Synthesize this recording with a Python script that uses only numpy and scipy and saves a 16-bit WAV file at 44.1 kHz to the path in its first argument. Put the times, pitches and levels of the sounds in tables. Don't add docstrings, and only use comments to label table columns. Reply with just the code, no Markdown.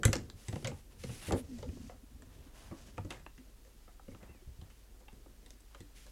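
import sys
import numpy as np
from scipy import signal
from scipy.fft import rfft, irfft, next_fast_len
from scipy.io import wavfile
from scipy.ndimage import map_coordinates

SR = 44100
rng = np.random.default_rng(int(sys.argv[2]) if len(sys.argv) > 2 else 0)


def transcribe(signal):
    frames = np.atleast_2d(signal).T
    limited = np.clip(frames, -1, 1)
    pcm = np.round(limited * 32767).astype(np.int16)
    wavfile.write(sys.argv[1], SR, pcm)


N = 269822

# pitch_hz, relative level_db (per Hz)
HISS_SPECTRUM = [(41, -28), (70, -3.5), (103, -11), (316, -25.5), (415, -21.5), (612, -29), (988, -26),
                 (2200, -30), (3090, -29.5), (14300, -31), (16400, -37)]
RUMBLE_SPECTRUM = [(20, -2), (30, 4.5), (42, -1), (52, -8.5), (62, -20), (75, -30)]
MAINS_HZ, HUM_DB, RUMBLE_DB, HISS_DB = 50, -57, -60, -67.5

# pitch_hz, t60_s
ROOM_DECAY = [(300, 0.14), (2000, 0.2), (10000, 0.17)]
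ROOM_DB = -9.5
TOP_HZ = 16400

# pitch_hz, relative level_db (per Hz)
TABLE_SPECTRUM = [(40, -54), (70, -3.5), (100, -12), (150, -13.5), (230, -29.5)]
MODEL_SPECTRUM = [(130, -50), (200, 2), (270, 1), (400, -3), (550, -7.5), (800, -19)]
RUB_SPECTRUM = [(1000, -17), (1700, -7), (2800, -4.5), (4000, -7.5), (5500, -27)]
BRUSH_SPECTRUM = [(3000, -35), (4500, -0.5), (6500, -1), (8200, -5), (10000, -17)]
FIZZ_SPECTRUM = [(6500, -24), (8500, -12.5), (10300, -9), (12000, -17.5), (15500, -28)]
SCUFF_SPECTRUM = [(450, -8), (700, -4.5), (1300, -10), (2000, -12.5)]

# time_s, table_shaking_db, model_shaking_db
HAND_WEIGHT = [(0, -47, -51.5), (.25, -58, -64), (.45, -79, -66), (.85, -73, -66.5), (1.05, -50, -66.5),
               (1.25, -59, -62.5), (1.5, -60, -57.5), (1.75, -50, -72), (2, -66.5, -70), (2.38, -59, -65.5),
               (2.52, -68, -65), (2.75, -61, -66.5), (3.1, -62, -63.5), (3.25, -58.5, -72),
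               (3.41, -71, -67), (3.6, -71.5, -71.5), (4, -73, -71), (4.25, -79, -65.5), (4.5, -66, -78),
               (4.85, -76, -72), (5.32, -70, -69), (5.83, -83, -74.5), (6.12, -64, -67.5)]
SETTLE_TABLE_DB, SETTLE_MODEL_DB, SETTLE_T60_S = -17, -25, .5

# start_s,
# length_s, rub_db, swell_db (start to end), # brush_db, fizz_db, scuff_db (these three above the rub)
STROKES = [(0.134, 0.13, -69, -11, 2, -24, 5.5), (0.387, 0.39, -67.5, -4, 1, -1, -3),
           (0.922, .06, -73.5, -7, -2, -4.5, 1.5), (1.005, 0.19, -62.5, 2.5, 0.5, -0.5, -9),
           (1.224, 0.058, -54.5, 4, -3.5, -2, -6.5), (1.373, 0.019, -57.5, 1, -4, 3.5, -7),
           (1.437, 0.442, -70, 1, 2.5, -7, -2.5), (2.31, 0.23, -71, 0, -2.5, -7, 0.5),
           (2.56, 0.22, -69.5, -7, -1, -3.5, 4), (2.783, 0.049, -67, -2, 2, -7, -2),
           (2.867, 0.036, -70, -3, 1, -6, 1), (3.119, 0.098, -67.5, -11, -1.5, -10, 1),
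           (4.23, 0.1, -76, -9.5, -8, -19, 8.5), (5.972, 0.18, -68.5, -6, -0.5, -4, -6)]
STROKE_ATTACK_S, STROKE_RELEASE_S = .035, .03
LINGER = .17
RESTING_DB = -77.5

# time_s, level_db, pitch_hz
SQUEAK = [(4.23, -110, 2210), (4.26, -80, 2400), (4.3, -69, 2730), (4.33, -71, 2670), (4.36, -73, 2400),
          (4.41, -80, 2190), (4.45, -110, 2050)]

# start_s, peak_db, pitch_hz, t60_s
THUDS = [(0.053, -15, 105.3, 0.05), (0.088, -23.5, 89, 0.049), (0.126, -37, 65.6, 0.15),
         (0.34, -46, 92, 0.11), (0.483, -32, 109, 0.11), (0.53, -32.5, 96.5, 0.089),
         (0.558, -38, 149, 0.23), (0.64, -32.5, 116.5, 0.18), (0.68, -37, 136.7, 0.23),
         (0.718, -42, 86, 0.17), (1.038, -39.5, 135.3, 0.29), (1.092, -34.5, 126.6, 0.11),
         (1.279, -33.5, 97.7, .32), (1.326, -26, 89, .11), (1.436, -42.5, 90.6, 0.076),
         (1.589, -44.5, 97, .13), (1.686, -33.5, 87, 0.071), (2.145, -50.5, 68, 0.13),
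         (2.387, -49, 68.5, 0.085), (2.708, -44.5, 95, 0.084), (2.985, -34.5, 98.4, 0.16),
         (3.046, -41, 91, .092), (3.375, -58, 71, .16), (4.078, -49.5, 100.5, 0.25),
         (4.127, -50, 97.5, 0.1), (4.222, -49, 91, .073), (4.295, -45, 65, 0.095), (4.472, -40.5, 65, 0.11),
         (4.589, -40.5, 68, 0.041), (4.62, -42.5, 94.5, 0.076), (5.13, -46, 69, 0.03), (5.8, -47, 97, .18)]
THUD_RISE_S = .0056

# start_s, peak_db, first_pitch_hz, last_pitch_hz, length_s
CREAKS = [(1.385, -43.5, 271, 233, 0.054), (1.485, -41.5, 278, 215, 0.11), (1.664, -41.5, 225, 288, 0.033),
          (1.726, -45.5, 240, 264, 0.021), (1.748, -46.5, 234, 290, 0.029), (1.795, -43, 194, 290, 0.025),
          (1.83, -44.5, 185, 278, 0.029), (1.861, -48, 220, 288, 0.019), (1.929, -56, 216, 290, 0.038),
          (2.028, -50, 197, 302, 0.021), (2.11, -57, 220, 270, 0.021), (2.156, -52.5, 240, 273, 0.017),
          (2.214, -53, 250, 258, 0.042), (2.271, -59, 250, 250, 0.042), (2.462, -51.5, 268, 270, 0.018)]

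# start_s, snap_db, bend_db, knock_db (hull bend and hollow knock above the snap), knock_hz,
# plate_db, tick_db (plate clack and bright tick above the snap), rattle_t60_s (before each part's own speed)
SNAPS = [(.033, -23, -15.5, -10.5, 950, -7.5, -4.5, 0.068), (0.0516, -24, -0.5, -3, 482, -3, 9.5, .03),
         (0.0798, -37.5, 8.5, 1.5, 479, -7, -6, 0.025), (.13, -24.5, -28, -5.5, 585, -5, 4, 0.051),
         (.155, -32.5, 1.5, -5.5, 563, -13, 5, 0.039), (0.166, -41.5, -8, -7, 479, -9, 9, 0.02),
         (0.185, -50, 12.5, -5, 553, -13, -5, 0.023), (0.2997, -47, -6, -22, 530, 3.5, 7, 0.0051),
         (0.4834, -41, -5, -8.5, 479, -3, 5.5, .06), (0.527, -44.5, 6, 5, 472, -4, 0, 0.044),
         (0.5573, -44.5, 8.5, 8, 545, -1, -1, 0.052), (0.6258, -52, 8.5, 0, 494, -7, -6, .04),
         (.6459, -36, -12, -1, 530, 4.5, 2, 0.084), (0.6722, -36, -3, -4.5, 470, -10, 6, 0.1),
         (.7153, -54, 13, 9.5, 527, 0.5, -11, 0.08), (1.0367, -42, 1.5, 4, 507, 1, 0, 0.062),
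         (1.0937, -48.5, 0, 5, 506, -5, -16, 0.11), (1.2832, -47.5, 11.5, 9, 482, -13, -7, 0.16),
         (1.3081, -43, 9, 14, 493, -5, 1, 0.038), (1.3215, -39.5, 11.5, 12.5, 484, 3.5, 6.5, 0.062),
         (1.3314, -43, 13.5, 12, 472, -9, -3, 0.089), (1.585, -56.5, -1, 5, 550, 3, 4, .044),
         (1.6267, -53.5, 5, 17.5, 463, 6, 2.5, 0.052), (1.69, -56.5, 12, 1, 487, 1, -7, .05),
         (1.769, -69.5, 21, 18, 517, -7, -3, 0.032), (1.8956, -51, -1, 9.5, 597, -7, -18, 0.094),
         (2.2214, -53, -2, -4.5, 549, -5, 2.5, 0.044), (2.7127, -56, 18, 9, 555, -17, -6, 0.074),
         (2.8832, -58, 2, -1, 538, -7, -9, .03), (2.9726, -53.5, -17, -14, 423, -2, -6, .04),
         (2.9798, -44, 5, 9.5, 774, 1.5, -4.5, 0.035), (3.048, -58.5, 18, 10, 444, -8, 6, 0.1),
         (3.105, -40.5, -3.5, -3, 511, 3.5, -1, 0.068), (3.1124, -44.5, -15, 3.5, 864, -2, -3, 0.032),
         (3.1236, -43.5, -6, -7, 552, -21, -6, 0.093), (3.1438, -48, -22, -7, 888, -8, -11, 0.11),
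         (3.1695, -52.5, -5, -15, 993, -13, -3, 0.068), (3.195, -56, -5, -11, 533, -13, -9, 0.1),
         (3.264, -40.5, -12, -3, 1110, -10, -18, 0.0084), (3.378, -54.5, 3.5, -6, 423, -4, -2, 0.095),
         (3.6488, -62, -10, 2, 495, -15, 4, 0.14), (3.879, -69.5, 11, 18, 570, -6, -4, 0.036),
         (3.9955, -68, -1, 18.5, 640, -11, -6, 0.017), (4.0823, -58.5, 15, 12.5, 431, -1, -8, 0.025),
         (4.114, -59.5, 10, 1, 439, -11, -3, 0.15), (4.147, -58, 10, 7, 920, 5.5, -6, 0.041),
         (4.2295, -54.5, 6, 1.5, 450, -3, -4, .05), (4.293, -62, 11.5, -17, 439, -16, -11, 0.11),
         (4.3486, -58.5, 6.5, -3.5, 423, -18, -9, 0.03), (4.421, -72, 17.5, -3, 611, -6, -4, 0.032),
         (4.6136, -68, 14, 12, 436, 14.5, 9, 0.046), (4.7017, -59.5, -23, -9, 549, -0.5, -2, 0.1),
         (5.0043, -69.5, 4, 10, 423, -7, 12, 0.11), (5.0819, -52, -12, 0.5, 960, 2.5, -19, 0.034),
         (5.1285, -63.5, 7, -4, 528, -8, 5, .05), (5.2612, -71, 16.5, 22.5, 497, -9, -5, 0.024),
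         (5.43, -72.5, 10, 12, 440, -3, -1, 0.04), (5.4614, -55.5, -6, -4, 586, 4.5, 6, 0.036),
         (5.5054, -56.5, -1, -3, 420, 3, 14, 0.021), (5.605, -72.5, 12, -2, 1190, 9, 19, 0.055),
         (5.7467, -48.5, -9, -2.5, 566, 0, -4, 0.044), (5.8043, -51.5, 6, -4, 423, -0.5, 4.5, 0.091),
         (6.0646, -60, -9, 5, 568, 3, 8, 0.059)]
RATTLE_DB, JOLT_T60_S = -3, .0076
WALL_HZ, PLATE_HZ, TICK_HZ = 2020, 3650, 7440
OCTAVES_PER_DB = .2
LIGHT_DB, LIGHT_OCTAVES_PER_DB = -52, .02

# pitch_hz, width_hz, level_db
WALL_MODES = [(1463, 990, -3), (1695, 215, 2), (2020, 240, 3), (2134, 400, 1.5), (2454, 290, -2.5)]
PLATE_MODES = [(2774, 300, 2), (3294, 420, 0), (3950, 490, -1.5), (4300, 440, -2), (4490, 590, -3.5)]
STUD_MODES = [(5940, 1160, -11.5), (7880, 850, -2.5), (7860, 4700, -8.5), (10200, 2900, -2),
              (12500, 2500, -6)]
HOLLOW_MODES = [(503.4, 79, 6), (546, 69, 6), (757, 75, 1.5), (911, 98, 4), (1208, 280, 4.5)]
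HULL_MODES = [(201, 56, -1.5), (265.7, 13.8, 0.5), (334.4, 35, 1)]


def amp(db):
    return 10 ** (np.asarray(db) / 20)


def unit(x):
    return x / np.sqrt(np.mean(x ** 2) + 1e-20)


def along(points, hz):
    f, value = np.transpose(points)
    return np.interp(np.log(hz + 1), np.log(f + 1), value)


def curves(rows):
    s, *columns = np.transpose(rows)
    return [np.interp(np.arange(N) / SR, s, column) for column in columns]


def wobble(rate):
    knots = rng.standard_normal(int(N * rate / SR) + 4)
    return map_coordinates(knots, [np.arange(N) * rate / SR])


def filtered(x, response):
    size = next_fast_len(len(x) + 4096)
    spectrum = rfft(x, size) * response(np.fft.rfftfreq(size, 1 / SR))
    return irfft(spectrum, size)[:len(x)]


def noise(spectrum):
    points = [(spectrum[0][0] / 2, -120), *spectrum, (spectrum[-1][0] * 2, -120)]
    return unit(filtered(rng.standard_normal(N), lambda hz: amp(along(points, hz))))


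def add(track, s, x):
    part = track[round(s * SR):][:len(x)]
    part += x[:len(part)]


def background():
    phase = 2 * np.pi * MAINS_HZ * np.arange(N) / SR + .4 * wobble(6)
    hum = amp(wobble(5)) * np.sin(phase)
    return amp(HUM_DB) * hum + amp(RUMBLE_DB) * noise(RUMBLE_SPECTRUM) + amp(HISS_DB) * noise(HISS_SPECTRUM)


def settling():
    power, t = np.zeros(N), np.arange(SR) / SR
    for s, db, *_ in THUDS:
        add(power, s, amp(db - 60 * t / SETTLE_T60_S) ** 2)
    return np.sqrt(power)


def shaking_hands():
    (table, model), after_thuds = amp(curves(HAND_WEIGHT)), settling()
    table_gain = np.hypot(table, amp(SETTLE_TABLE_DB) * after_thuds)
    model_gain = np.hypot(model, amp(SETTLE_MODEL_DB) * after_thuds)
    return table_gain * lumpy(TABLE_SPECTRUM) + model_gain * lumpy(MODEL_SPECTRUM)


def lumpy(spectrum):
    return unit(amp(2 * wobble(25)) * noise(spectrum))


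def stroke_gains():
    t = np.arange(N) / SR
    gains = amp(RESTING_DB) * amp([[0], [0], [-6], [0]]) * np.ones(N)
    for s, length, db, swell_db, brush_db, fizz_db, scuff_db in STROKES:
        fade_in = 1 + (t - s) / STROKE_ATTACK_S
        fade_out = 1 + (s + length - t) / (STROKE_RELEASE_S + LINGER * length)
        touch = np.clip(np.minimum(fade_in, fade_out), 0, 1)
        swell = amp(swell_db * np.clip((t - s) / length - .5, -.5, .5))
        levels = amp(db) * amp([[0], [brush_db], [fizz_db], [scuff_db]])
        gains = np.maximum(gains, levels * touch * swell)
    return gains


def sliding_fingers():
    rub, brush, fizz, scuff = stroke_gains()
    grain = amp(1.2 * wobble(12) + wobble(40) + wobble(300))
    rustle = rub * unit(grain * noise(RUB_SPECTRUM))
    rustle += brush * unit(grain * noise(BRUSH_SPECTRUM))
    rustle += fizz * unit(grain * noise(FIZZ_SPECTRUM))
    return rustle + scuff * lumpy(SCUFF_SPECTRUM)


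def squeak():
    db, hz = curves(SQUEAK)
    turn = 2 * np.pi * np.cumsum(hz + 55 * wobble(300)) / SR
    tones = np.sin(turn) + .67 * np.sin(.76 * turn)
    return amp(db + 2.9 * wobble(100)) * tones


def creaks():
    out = np.zeros(N)
    for s, db, first_hz, last_hz, length in CREAKS:
        u = np.arange(round(length * SR)) / (length * SR)
        hz = first_hz + (last_hz - first_hz) * u
        turn = 2 * np.pi * np.cumsum(hz) / SR + rng.uniform(0, 2 * np.pi)
        add(out, s, amp(db) * np.sin(np.pi * u) ** .93 * np.sin(turn))
    return out


def thuds():
    out, t = np.zeros(N), np.arange(SR // 3) / SR
    for s, db, hz, t60 in THUDS:
        fade_db = -60 * t / np.clip(t60, .03, .4)
        swing = amp(fade_db) * np.sin(2 * np.pi * hz * t)
        swing += .3 * amp(.87 * fade_db) * np.sin(2 * np.pi * 1.586 * hz * t)
        swing *= 1 - np.exp(-(t / THUD_RISE_S) ** 2)
        add(out, s, amp(db) * swing / np.abs(swing).max())
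    return out


def nearest(modes, favoured_hz, slope_db):
    return [(hz, w, db - slope_db * abs(np.log2(hz / favoured_hz))) for hz, w, db in modes]


def rung(force, modes, limit_hz=np.inf):
    chance = rng.standard_normal((len(modes), 2)) * [2.5, .04]
    parts = []
    for k, ((hz, width, db), (more_db, detune)) in enumerate(zip(modes, chance)):
        parts.append(((-1) ** k * amp(db + more_db), hz * (1 + detune), width))
    top_hz = 1.3 * modes[-1][0]

    def response(f):
        ring = sum(g * 1j * f * w / (c * c - f * f + 1j * f * w) for g, c, w in parts)
        return ring / ((1 + 1j * f / top_hz) * (1 + 1j * f / limit_hz) ** 2) ** 2

    x = filtered(force, response)
    return x / np.abs(x).max()


def jolt(t, chatter, t60):
    rattle = chatter * amp(RATTLE_DB - 60 * t / t60)
    return rng.standard_normal(len(t)) * (amp(-60 * t / JOLT_T60_S) + rattle)


def room(x):
    hz, t, z = signal.stft(rng.standard_normal(SR // 3), SR, nperseg=256)
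    fade = amp(-60 * t / along(ROOM_DECAY, hz)[:, None])
    tail = signal.istft(z * fade, SR, nperseg=256)[1]
    return signal.fftconvolve(np.pad(x, (130, 0)), tail / np.linalg.norm(tail))


def snaps():
    out, t = np.zeros(N), np.arange(SR // 6) / SR
    for s, db, bend_db, knock_db, knock_hz, plate_db, tick_db, t60 in SNAPS:
        t60 = np.clip(t60, .005, .3)
        plate_hz = PLATE_HZ * 2 ** (OCTAVES_PER_DB * tick_db)
        tick_hz = TICK_HZ * 2 ** (LIGHT_OCTAVES_PER_DB * max(LIGHT_DB - db, 0))
        contacts = np.repeat(rng.standard_normal(len(t) // 50 + 1), 50)[:len(t)]
        chatter = amp(3 * contacts)

        walls = rung(jolt(t, chatter, t60 / .99), nearest(WALL_MODES, WALL_HZ, slope_db=7.5))
        plates = rung(jolt(t, chatter, t60 / .91), nearest(PLATE_MODES, plate_hz, slope_db=12))
        stud_modes = nearest(STUD_MODES, tick_hz, slope_db=9)
        studs = rung(jolt(t, chatter, t60 / 1.8), stud_modes, limit_hz=1.3 * tick_hz)
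        hollow = rung(jolt(t, chatter, t60 / .52), nearest(HOLLOW_MODES, knock_hz, slope_db=13.5))
        hull = rung(jolt(t, chatter, t60 / .74), HULL_MODES)

        dry_snap = walls + amp(plate_db) * plates + amp(tick_db) * studs
        dry_snap += amp(knock_db) * hollow + amp(bend_db) * hull
        add(out, s, amp(db) * dry_snap)
        add(out, s, amp(db + ROOM_DB) * room(dry_snap))
    return out


def scene():
    hands = shaking_hands() + sliding_fingers() + squeak()
    return (background() + hands + creaks() + thuds() + snaps())[None]


def record(dry):
    return filtered(dry[0], lambda hz: hz < TOP_HZ)[None]


dry = scene()
out = record(dry)
transcribe(out)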